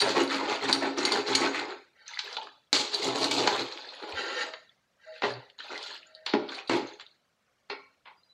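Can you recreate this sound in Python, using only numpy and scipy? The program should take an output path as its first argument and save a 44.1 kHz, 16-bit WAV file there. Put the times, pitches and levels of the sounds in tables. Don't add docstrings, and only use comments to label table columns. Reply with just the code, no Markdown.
import sys
import numpy as np
from scipy import signal
from scipy.io import wavfile
from scipy.ndimage import uniform_filter1d

SR = 44100
rng = np.random.default_rng(int(sys.argv[2]) if len(sys.argv) > 2 else 0)


def transcribe(u):
    v = np.clip(np.atleast_2d(u).T, -1, 1)
    q = np.round(v * 32767).astype(np.int16)
    wavfile.write(sys.argv[1], SR, q)


N = 367353
TIME = np.arange(N) / SR
RING = np.arange(SR // 2) / SR

# t/s, rasp level/dB, boom re rasp/dB, edge re rasp/dB, thud f/Hz,
# rattle re blow/dB, rattle decay/s, rise/s, treble limit f/Hz, wall clang re rasp/dB
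KNOCKS = [(0.091, -37, -14, 4, 490, 2, 0.031, .0003, 13000, -17),
          (2.190, -38, -25.5, 8.5, 930, -8.5, 0.017, 0.00041, 5850, -23),
          (2.3671, -40, 0, 7.5, 900, -20, 0.033, 0.00058, 4800, -23.5),
          (2.729, -29, -3, 9, 303, 1.5, 0.069, 0.00014, 12000, -6),
          (3.474, -24.5, -0.5, 0.5, 890, -29.5, .01, 0.0001, 7500, -18),
          (4.023, -47, 4, -21, 414, 3, 0.0093, 0.00078, 4970, -31),
          (4.536, -40.5, -9, -2.5, 685, -20, 0.01, .0005, 5030, -16.5),
          (5.22, -33, -2, -7.5, 670, 6, 0.024, .0006, 4930, -10),
          (6.2629, -37.5, -7.5, 6, 740, 0, 0.044, 0.00067, 4940, -16),
          (6.335, -28, 8, -12.5, 433, -9.5, 0.0067, 0.0018, 6000, -18.5),
          (6.6944, -28.5, 2.5, -6, 323, 0, 0.051, 0.0037, 10460, -6),
          (6.997, -47.5, -13, 0, 800, 0, 0.014, .0004, 7000, -10.5),
          (7.6979, -39, -0.5, -1, 328, -3, 0.021, 0.004, 5600, 0.5),
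          (8.055, -53.5, -2, -4, 950, 4, 0.041, 0.0031, 3620, 1)]
# f/Hz, level/dB, t60/s
LADLE_MODES = [(3090, -25.5, 0.13), (3680, -9, 0.021), (4050, 7, 0.0089), (4413, 15, 0.0056),
               (4520, 1.5, 0.0038), (5670, -22, 0.067), (6800, -14, 0.0079), (9380, -18.5, 0.016),
               (8890, -11.5, 0.018), (12650, -41.5, 0.07)]


def gain_of(db):
    return 10 ** (np.asarray(db) / 20)


def evened(x):
    return x / np.sqrt(np.mean(x ** 2) + 1e-20)


def read(points, hz):
    f, value = np.transpose(points)
    return np.interp(np.log(hz + 1), np.log(f + 1), value)


def add(mix, s, sound):
    part = mix[max(round(s * SR), 0):][:len(sound)]
    part += sound[:len(part)]


def through(x, response):
    return signal.oaconvolve(x, response)[:len(x)]


def click(colour, size=4096):
    hz = abs(np.fft.fftfreq(size, 1 / SR))
    log_gain = np.log(gain_of(np.maximum(colour(hz), -110)))
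    spectrum = np.exp(np.conj(signal.hilbert(log_gain)))
    return np.fft.ifft(spectrum).real[:size // 2]


def flutter(db, size):
    knots = np.arange(0, N + size, size)
    values = gain_of(db * np.clip(rng.standard_normal(len(knots)), -2, 2))
    return np.interp(np.arange(N), knots, values)


def grains(per_s, spread_db):
    place, size, sign = rng.random((int(per_s * N / SR) + 1, 3)).T
    height = gain_of(spread_db * np.minimum(-np.log(1 - size), 4)) * np.sign(sign - .5)
    return evened(np.bincount((place * N).astype(int), height, N))


def chatter(decay_s, rise_s=0.0013):
    envelope = np.exp(-RING / max(decay_s, 1e-4)) * (1 - np.exp(-RING / rise_s))
    return rng.standard_normal(len(RING)) * envelope


def mode(hz, t60):
    return np.exp(-np.log(1000) * RING / t60) * np.cos(2 * np.pi * hz * RING)


def struck(modes, split=0, count=1):
    total = 0
    for hz, db, t60 in modes:
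        for _ in range(count):
            sign = np.sign(rng.random() - .5)
            total = total + sign * gain_of(db) * mode(hz * (1 + split * rng.uniform(-1, 1)), t60)
    return total / np.sqrt(count)


def rung(x, hz, width_hz):
    return signal.lfilter(*signal.iirpeak(min(hz, SR / 3), hz / width_hz, fs=SR), x)


def fuzzy_tone(drive, hz, width_hz):
    r = np.exp(-np.pi * width_hz / SR + 2j * np.pi * hz / SR)
    return evened(signal.lfilter([1], np.poly([r, r]), drive).real)


def singing(hz, waver, size=500):
    drift = np.log(flutter(20 / np.log(10), size))
    return np.sqrt(2) * np.sin(2 * np.pi * np.cumsum(hz * (1 + waver * drift)) / SR)


def pop(hz, cycles, swell=1.0):
    turns = hz * RING[:2000]
    dying = np.exp(-turns / cycles)
    swelling = 1 - np.exp(-turns / (swell * cycles))
    wave = dying * swelling * np.sin(2 * np.pi * turns * (1 + 0.054 * (1 - dying)))
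    return wave / abs(wave).max()


def pushes(rows, attack_s, release_s, sag_db_per_s=4.5):
    out = np.zeros(N)
    for s, length, db in rows:
        t = np.arange(0, length + 8 * release_s, 1 / SR)
        hold = gain_of(db - sag_db_per_s * t)
        release = np.exp(-np.maximum(t - length, 0) / release_s)
        add(out, s, hold * np.minimum(t / attack_s, 1) * release)
    return out


def stirring_force():
    # t/s, length/s, rasp level/dB, boom re rasp/dB, edge re rasp/dB
    strokes = [(0.0, 0.087, -29, 1.5, -4), (0.142, 0.067, -26, 1, -5.5), (0.286, 0.07, -28, -4.5, -4),
               (0.38, 0.11, -37.5, 6, -5.5), (0.478, 0.078, -31, -3.5, -3.5), (0.607, 0.048, -32, 1.5, -3),
               (0.672, 0.02, -25.5, 1.5, -6.5), (0.733, 0.027, -34, 5, -2), (0.805, 0.075, -31, 2, -9.5),
               (0.961, 0.12, -31, 1.5, -3.5), (1.099, 0.091, -30, 0, -3), (1.256, 0.17, -31.5, 0, -1),
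               (1.419, 0.049, -27.5, -1, -11), (1.526, 0.071, -30.5, -3, -5), (1.616, 0.041, -49, 11.5, -9),
               (1.679, 0.042, -39, 3, -6), (2.057, 0.15, -49.5, -16.5, 5.5), (2.221, 0.13, -47.5, 2.5, 5),
               (2.383, 0.079, -56, 9.5, 5), (2.906, 0.12, -43, 8, 8.5), (3.015, 0.04, -45.5, 13, 16),
               (3.047, 0.092, -41.5, 11, 2.5), (3.146, 0.12, -36.5, 9.5, 7.5),
               (3.301, 0.099, -39.5, 9, 10.5), (3.375, 0.03, -38.5, 10, -9), (3.42, 0.19, -33, 1.5, -1.5),
               (3.635, 0.46, -50, 4, 4.5), (4.073, 0.39, -44, 6, -1.5), (4.376, 0.11, -49.5, -15, 2),
               (5.124, 0.073, -62.5, -12, 12), (5.223, 0.078, -48, 13.5, 7), (5.579, 0.38, -48.5, 0, 4.5),
               (5.697, 0.025, -45.5, 8, -14.5), (5.802, 0.1, -72, -6, 22), (6.475, 0.12, -41, -3, -2),
               (6.712, 0.063, -48, 16.5, 8.5), (6.85, 0.081, -64.5, 1, 13)]
    s, length, db, boom_db, edge_db = np.transpose(strokes)
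    return [pushes(zip(s, length, db + part), attack_s=0.02, release_s=0.026)
            for part in (boom_db, 0, edge_db)]


def pot_voices(low_hz=1000, high_hz=2800):
    # f/Hz, height/dB, t60/s
    pot_modes = [(121, 19, 0.39), (272.7, 9.5, 0.45), (345.6, 3.5, 0.19), (410.3, 2.5, 0.074),
                 (508.5, 3.5, 0.34), (608, 4.5, 0.44), (834, 1.5, 0.035), (1000, -8, 0.19),
                 (1346, -9.5, 0.082), (2294, 1.5, 0.13)]
    # f/Hz, level/dB
    contact_colour = [(30, -41), (90, -22), (190, -3), (290, 2), (420, 1), (620, -3.5), (950, -1.5),
                      (1500, 0.5), (3100, -3), (4350, 3.5), (5300, -8.5), (7200, -10), (9500, -28.5),
                      (14000, -38.5)]
    ring = sum(gain_of(db) * 2 * np.log(1000) / (t60 * SR) * mode(hz, t60) for hz, db, t60 in pot_modes)
    ring[0] += 1

    def below(f, corner, order=8):
        return 1 / (1 + (f / corner) ** order)

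    shares = [lambda f: below(f, low_hz),
              lambda f: below(f, high_hz) * (1 - below(f, low_hz)),
              lambda f: 1 - below(f, high_hz)]
    voices = [through(ring, click(lambda f: read(contact_colour, f) + 10 * np.log10(share(f) + 1e-12)))
              for share in shares]
    return [v / np.linalg.norm(v) for v in voices]


def scraping(voices, forces, boom_db=-1.0, rasp_db=0.0, edge_db=0.0,
             uneven_db=1.5, wander_db=6, pitched=0.72, clump_db=1.5):
    slips = evened(grains(per_s=1100, spread_db=3.8) * flutter(uneven_db, size=300))
    shifting = np.zeros(N)
    for hz in np.geomspace(250, 11000, num=24):
        clumps = grains(per_s=380, spread_db=4) * flutter(wander_db, size=700)
        shifting += rung(clumps, hz, 40 + .07 * hz)
    shifting = shifting * flutter(clump_db, size=260)
    out = np.zeros(N)
    for voice, force, db in zip(voices, forces, (boom_db, rasp_db, edge_db)):
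        level = np.std(through(shifting[:N // 2], voice))
        drive = np.sqrt(1 - pitched) * slips + np.sqrt(pitched) * shifting / level
        out += gain_of(db) * through(drive * force, voice)
    return out


def knocking(voices, contact_s=.0042, rebound_s=0.011, blow_s=0.022, thud_width_hz=350,
             rattle_boom_db=3.5, clang_rise_s=.003, clang_split=.04, uneven_db=2.0):
    # f/Hz, level/dB, t60/s
    wall_modes = [(607, -10.5, .25), (915, -10.5, 0.37), (1088, -4.5, 0.47), (1374, -4, 0.41),
                  (1620, -11.5, 0.24), (2025, 1.5, 0.24), (2196, 0.5, 0.38), (2400, -5, 0.22),
                  (2620, -0.5, 0.21), (3200, -9.5, .18), (4650, -11, .15), (5050, -7, 0.27)]
    out = np.zeros(N)
    for s, db, boom_db, edge_db, thud_hz, rattle_db, rattle_s, rise_s, top_hz, clang_db in KNOCKS:
        cushion = signal.butter(4, min(top_hz, SR / 3), fs=SR)
        touches = [(0, contact_s, 0, 0), (rebound_s, rattle_s, rattle_db, rattle_boom_db)]
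        for delay, decay_s, touch_db, heavy_db in touches:
            unevenness = flutter(uneven_db, size=260)[:len(RING)] if delay else 1
            contacts = signal.lfilter(*cushion, chatter(decay_s, rise_s) * unevenness)
            drives = [contacts + 2 * rung(contacts, thud_hz, thud_width_hz), contacts, contacts]
            for drive, voice, part_db in zip(drives, voices, (boom_db + heavy_db, 0, edge_db)):
                blow = through(drive, voice)
                blow *= np.sqrt(blow_s * SR) / np.linalg.norm(blow)
                add(out, s + delay, gain_of(db + touch_db + part_db) * blow)
        clang = struck(wall_modes, clang_split, count=8) * (1 - np.exp(-RING / clang_rise_s))
        add(out, s, gain_of(db + clang_db) * clang)
    return out


def heaving(level_db=1, hz=215, t60=0.095, full_db=-21, steep=3.3, rise_s=0.0058):
    out = np.zeros(N)
    high_pass = signal.butter(3, 0.34 * hz, "high", fs=SR)
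    thump = signal.lfilter(*high_pass, mode(hz, t60) * (1 - np.exp(-RING / rise_s)))
    for s, db, boom_db, *_ in KNOCKS:
        add(out, s, gain_of(level_db + full_db + steep * (db + boom_db - full_db)) * thump)
    return out


def clinking(voices, level_db=-1, rebound_s=0.0044, rebound=0.37, crack_s=0.0044, rim_hz=6660, rim_t60=0.13):
    # t/s, level/dB, rim ping/dB, crack re ring/dB
    clinks = [(0.277, -20.5, -31.5, -9), (0.728, -1.5, -44.5, -12), (1.052, -6, -16, -7),
              (1.1205, -10, -35, -5), (1.3512, -3, -12.5, -4), (3.23, -24.5, -45, -3),
              (3.2417, -10.5, -38.5, 2.5), (3.311, -12.5, -26, 5.5), (6.15, -28.5, -36.5, -17),
              (6.261, -26.5, -35.5, 3)]
    out = np.zeros(N)
    for s, db, ping_db, crack_db in clinks:
        ring = struck(LADLE_MODES) + gain_of(ping_db) * mode(rim_hz, rim_t60)
        ring *= 1 - np.exp(-RING / 0.0009)
        crack = through(chatter(crack_s), voices[2] + .5 * voices[1])
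        hit = ring / abs(ring).max() + gain_of(crack_db) * crack / abs(crack).max()
        hit *= gain_of(db + level_db) / abs(hit).max()
        add(out, s, hit)
        add(out, s + rebound_s, rebound * hit * np.exp(-RING / 0.0051))
    return out


def skidding(voices, level_db=0, grit_db=-3):
    # t/s, length/s, level/dB
    skids = [(0.0, 0.02, -24), (0.325, 0.035, -45.5), (0.687, 0.008, -37.5), (0.709, 0.004, -32),
             (1.4, 0.013, -36), (2.936, 0.012, -27.5), (3.2, 0.012, -32.5), (6.543, 0.012, -40.5),
             (6.672, 0.014, -42)]
    ring = struck(LADLE_MODES) * (1 - np.exp(-RING / .001)) ** 2
    slips = grains(per_s=1800, spread_db=2.5) * pushes(skids, attack_s=.003, release_s=.004)
    return gain_of(level_db) * through(slips, ring / np.linalg.norm(ring) + gain_of(grit_db) * voices[2])


def thinned_when_faint(x, full_db, slope, corner_hz=5000, deep_hz=210, deep_slope=.6):
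    dull = signal.sosfiltfilt(signal.butter(6, corner_hz, fs=SR, output="sos"), x)
    deep = signal.sosfiltfilt(signal.butter(4, deep_hz, fs=SR, output="sos"), x)
    local_rms = np.sqrt(abs(uniform_filter1d(x ** 2, size=400)) + 1e-14)
    level = np.minimum(local_rms / gain_of(full_db), 1)
    return dull - deep + (x - dull) * level ** slope + deep * level ** deep_slope


def rubbing(drag_db=-2, moan_db=-1, bump_db=0, moan_hz=634, firm_db=-35, firm_above_hz=2500,
            firm_slope=0.19, wander_db=2.0, rough_db=-0.5):
    # t/s, length/s, level/dB
    drags = [(1.93, 0.2, -51), (4.135, 0.07, -27), (4.2, 0.21, -33.5), (4.35, 0.08, -31),
             (4.98, 0.217, -48.5), (6.0, 0.31, -56)]
    # f/Hz, pole width/Hz, level/dB
    drag_tones = [(497, 94, -0.5), (843, 57, -6.5), (1373, 80, 0), (1580, 90, 1), (1827, 54, 0.5),
                  (1965, 83, 0), (2250, 150, -5), (2790, 280, -1.5), (3110, 45, -5), (3930, 400, 1),
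                  (4450, 200, -1), (4910, 150, -7.5), (5840, 96, -15), (6730, 230, -12), (7200, 330, -19.5),
                  (8700, 400, -27.5), (9660, 400, -28)]
    # t/s, length/s, level/dB
    moans = [(4.42, 0.16, -53), (5.055, 0.062, -46.5), (5.96, 0.33, -60.5)]
    # t/s, length/s, level/dB, f/Hz
    bump_rows = [(4.131, 0.015, -44.5, 71.6), (5.255, 0.13, -49, 122)]
    pressure = pushes(drags, attack_s=0.065, release_s=0.017)
    firmness = np.minimum(pressure / gain_of(firm_db) + 1e-9, 1) ** firm_slope
    slips = grains(per_s=1500, spread_db=1.5)
    low, high = np.zeros(N), np.zeros(N)
    for hz, width_hz, db in drag_tones:
        band = low if hz < firm_above_hz else high
        band += gain_of(db) * fuzzy_tone(slips * flutter(wander_db, size=900), hz, width_hz)
    drag = (low + firmness * high * flutter(rough_db, size=200)) / np.std(low + high)
    moan = singing(moan_hz, waver=0.009, size=260) * pushes(moans, attack_s=0.031, release_s=0.032)
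    bumps = sum(singing(hz, waver=0.042) * pushes([row], attack_s=0.014, release_s=0.012)
                for *row, hz in bump_rows)
    return gain_of(drag_db) * drag * pressure + gain_of(moan_db) * moan + gain_of(bump_db) * bumps


def smacking(level_db=0, spray=0.25, spray_s=0.0019):
    # t/s, level/dB, f/Hz, ring/cycles
    smacks = [(0.234, -32.5, 9400, 1.8), (2.080, -29, 5950, 3.2), (2.173, -22, 1750, 1.7),
              (2.329, -22.5, 4050, 0.83), (2.383, -25.5, 840, 3.6), (2.471, -30, 1240, 1.3),
              (3.775, -24, 2600, 0.46), (4.694, -44, 3310, 3.8), (5.337, -32, 4250, 3.1),
              (5.5, -34, 2920, 0.56), (5.589, -29, 3780, 2.9), (5.6034, -29, 1580, 1.1),
              (5.694, -37, 830, 1.8), (5.757, -25.5, 1870, 1.9), (5.778, -21.5, 3940, 0.7),
              (5.829, -23.5, 4140, 1), (5.911, -40.5, 880, 2.9), (5.927, -35.5, 3940, 3.3),
              (5.946, -34, 3940, 1.6), (6.030, -38, 2400, 1.4), (6.069, -49, 6680, 11),
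              (6.489, -33, 4050, 3.9), (6.871, -41, 6170, 7), (6.936, -46, 6170, 5.4),
              (7.007, -52, 6980, 17), (7.065, -36, 3570, 1.8), (7.113, -51, 4080, 4),
              (8.233, -52.5, 3890, 5.3)]
    out = np.zeros(N)
    for s, db, hz, cycles in smacks:
        bursts = spray * chatter(spray_s)[:4000]
        bursts[0] += 1
        high_pass = signal.butter(2, .4 * hz, "high", fs=SR)
        wave = signal.lfilter(*high_pass, through(bursts, pop(hz, cycles)))
        add(out, s, gain_of(db + level_db) * wave / abs(wave).max())
    return out


def squelching(boom, edge, level_db=-19, follow=0.7, per_s=16, glug_db=-12):
    bubbles = sum(through(grains(per_s, spread_db=4.5), pop(hz, cycles=3.5)) * np.sqrt(hz)
                  for hz in np.geomspace(1300, 4600, num=7))
    soft = signal.lfilter(*signal.butter(2, 5500, fs=SR), bubbles)
    glugs = sum(through(grains(per_s=2.7, spread_db=2.0), pop(hz, cycles=2.2)) * np.sqrt(hz)
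                for hz in np.geomspace(280, 950, num=5))
    glugs = signal.lfilter(*signal.butter(2, 220, "high", fs=SR), glugs)
    return gain_of(level_db) * evened(soft) * edge ** follow + gain_of(glug_db) * evened(glugs) * boom


def high_pips(edge, level_db=-34, follow=0.74, per_s=15):
    pips = sum(through(grains(per_s, spread_db=4), pop(hz, cycles=8)) / hz ** 2
               for hz in np.geomspace(6000, 14500, num=14))
    pips = signal.lfilter(*signal.butter(2, 5000, "high", fs=SR), pips)
    return gain_of(level_db) * evened(pips) * edge ** follow


def whistling():
    # t/s, length/s, level/dB, f/Hz
    jets = [(8.15, 0.13, -70, 4840), (8.282, 0.033, -58, 3950)]
    return sum(singing(hz, waver=0.007) * pushes([row], attack_s=0.023, release_s=0.013)
               for *row, hz in jets)


def simmering(crackle=0.3, level_db=-68.5):
    # f/Hz, density/dB
    simmer_colour = [(20, -29), (90, -8), (200, -7.5), (344, -13.5), (558, -9), (900, -16), (1300, -14),
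                     (4800, -23), (6000, -25), (15000, -37)]
    fizz = rng.standard_normal(N) + crackle * grains(per_s=250, spread_db=-1.0)
    return gain_of(level_db) * evened(through(fizz, click(lambda f: read(simmer_colour, f))))


def kitchen(x, early_db=-7, tail_db=-6, early_s=0.013, turns_per_s=1.7):
    # f/Hz, t60/s
    tail_t60 = [(150, 0.5), (400, .5), (1000, .5), (2800, 0.69), (7000, 0.76), (9000, 0.36), (14000, 0.88)]
    # f/Hz, level/dB
    tail_colour = [(100, -3.5), (400, 3.5), (1200, -2), (4500, -7.5), (9000, -2)]
    out = x.copy()
    for k in range(3):
        sparse = rng.standard_normal(len(RING)) * (rng.random(len(RING)) < 4000 / SR)
        early = sparse * (RING > .003) * np.exp(-RING / early_s)
        hz, t, z = signal.stft(rng.standard_normal(len(RING)) * (RING > .008), SR, nperseg=256)
        decay = np.exp(-np.log(1000) * t / read(tail_t60, hz)[:, None])
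        colour = gain_of(read(tail_colour, hz))[:, None]
        tail = signal.istft(z * decay * colour, SR, nperseg=256)[1][:len(RING)]
        echoes = gain_of(early_db) * early / np.linalg.norm(early)
        echoes = echoes + gain_of(tail_db) * tail / np.linalg.norm(tail)
        place = np.sqrt(2 / 3) * np.cos(2 * np.pi * (turns_per_s * TIME + k / 3))
        out += through(x * place, echoes)
    return out


def scene():
    voices, forces = pot_voices(), stirring_force()
    boom, _, edge = forces
    contact = scraping(voices, forces) + knocking(voices) + heaving() + clinking(voices) + skidding(voices)
    contact = thinned_when_faint(contact, full_db=-24.5, slope=0.47)
    wet = smacking() + squelching(boom, edge)
    stirring = contact + wet + high_pips(edge) + rubbing() + whistling()
    return (gain_of(-3.0) * kitchen(stirring) + gain_of(7.5) * simmering())[None]


def record(dry, knee_db=3, suppress_db=15.5, edge_hz=15800):
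    # f/Hz, density/dB
    threshold = [(60, -86.5), (130, -75.5), (280, -66.5), (600, -88.5), (1500, -93), (4000, -99),
                 (6000, -103), (9000, -104), (12000, -109)]
    frames = dict(nperseg=512, noverlap=384, scaling="psd")
    hz, t, z = signal.stft(dry, SR, **frames)
    power = uniform_filter1d(2 * abs(z) ** 2, size=3, axis=1)
    power = uniform_filter1d(power, size=5, axis=2)
    over_db = 10 * np.log10(abs(power) + 1e-20) - read(threshold, hz)[:, None]
    shut = .5 - .5 * np.tanh(over_db / (2 * knee_db))
    quieted = signal.istft(z * gain_of(-suppress_db * shut), SR, **frames)[1][:, :N]
    low_pass = signal.firwin(511, edge_hz, window=("kaiser", 9), fs=SR)
    return signal.oaconvolve(quieted, low_pass[None], "same")


dry = scene()
out = record(dry)
transcribe(out)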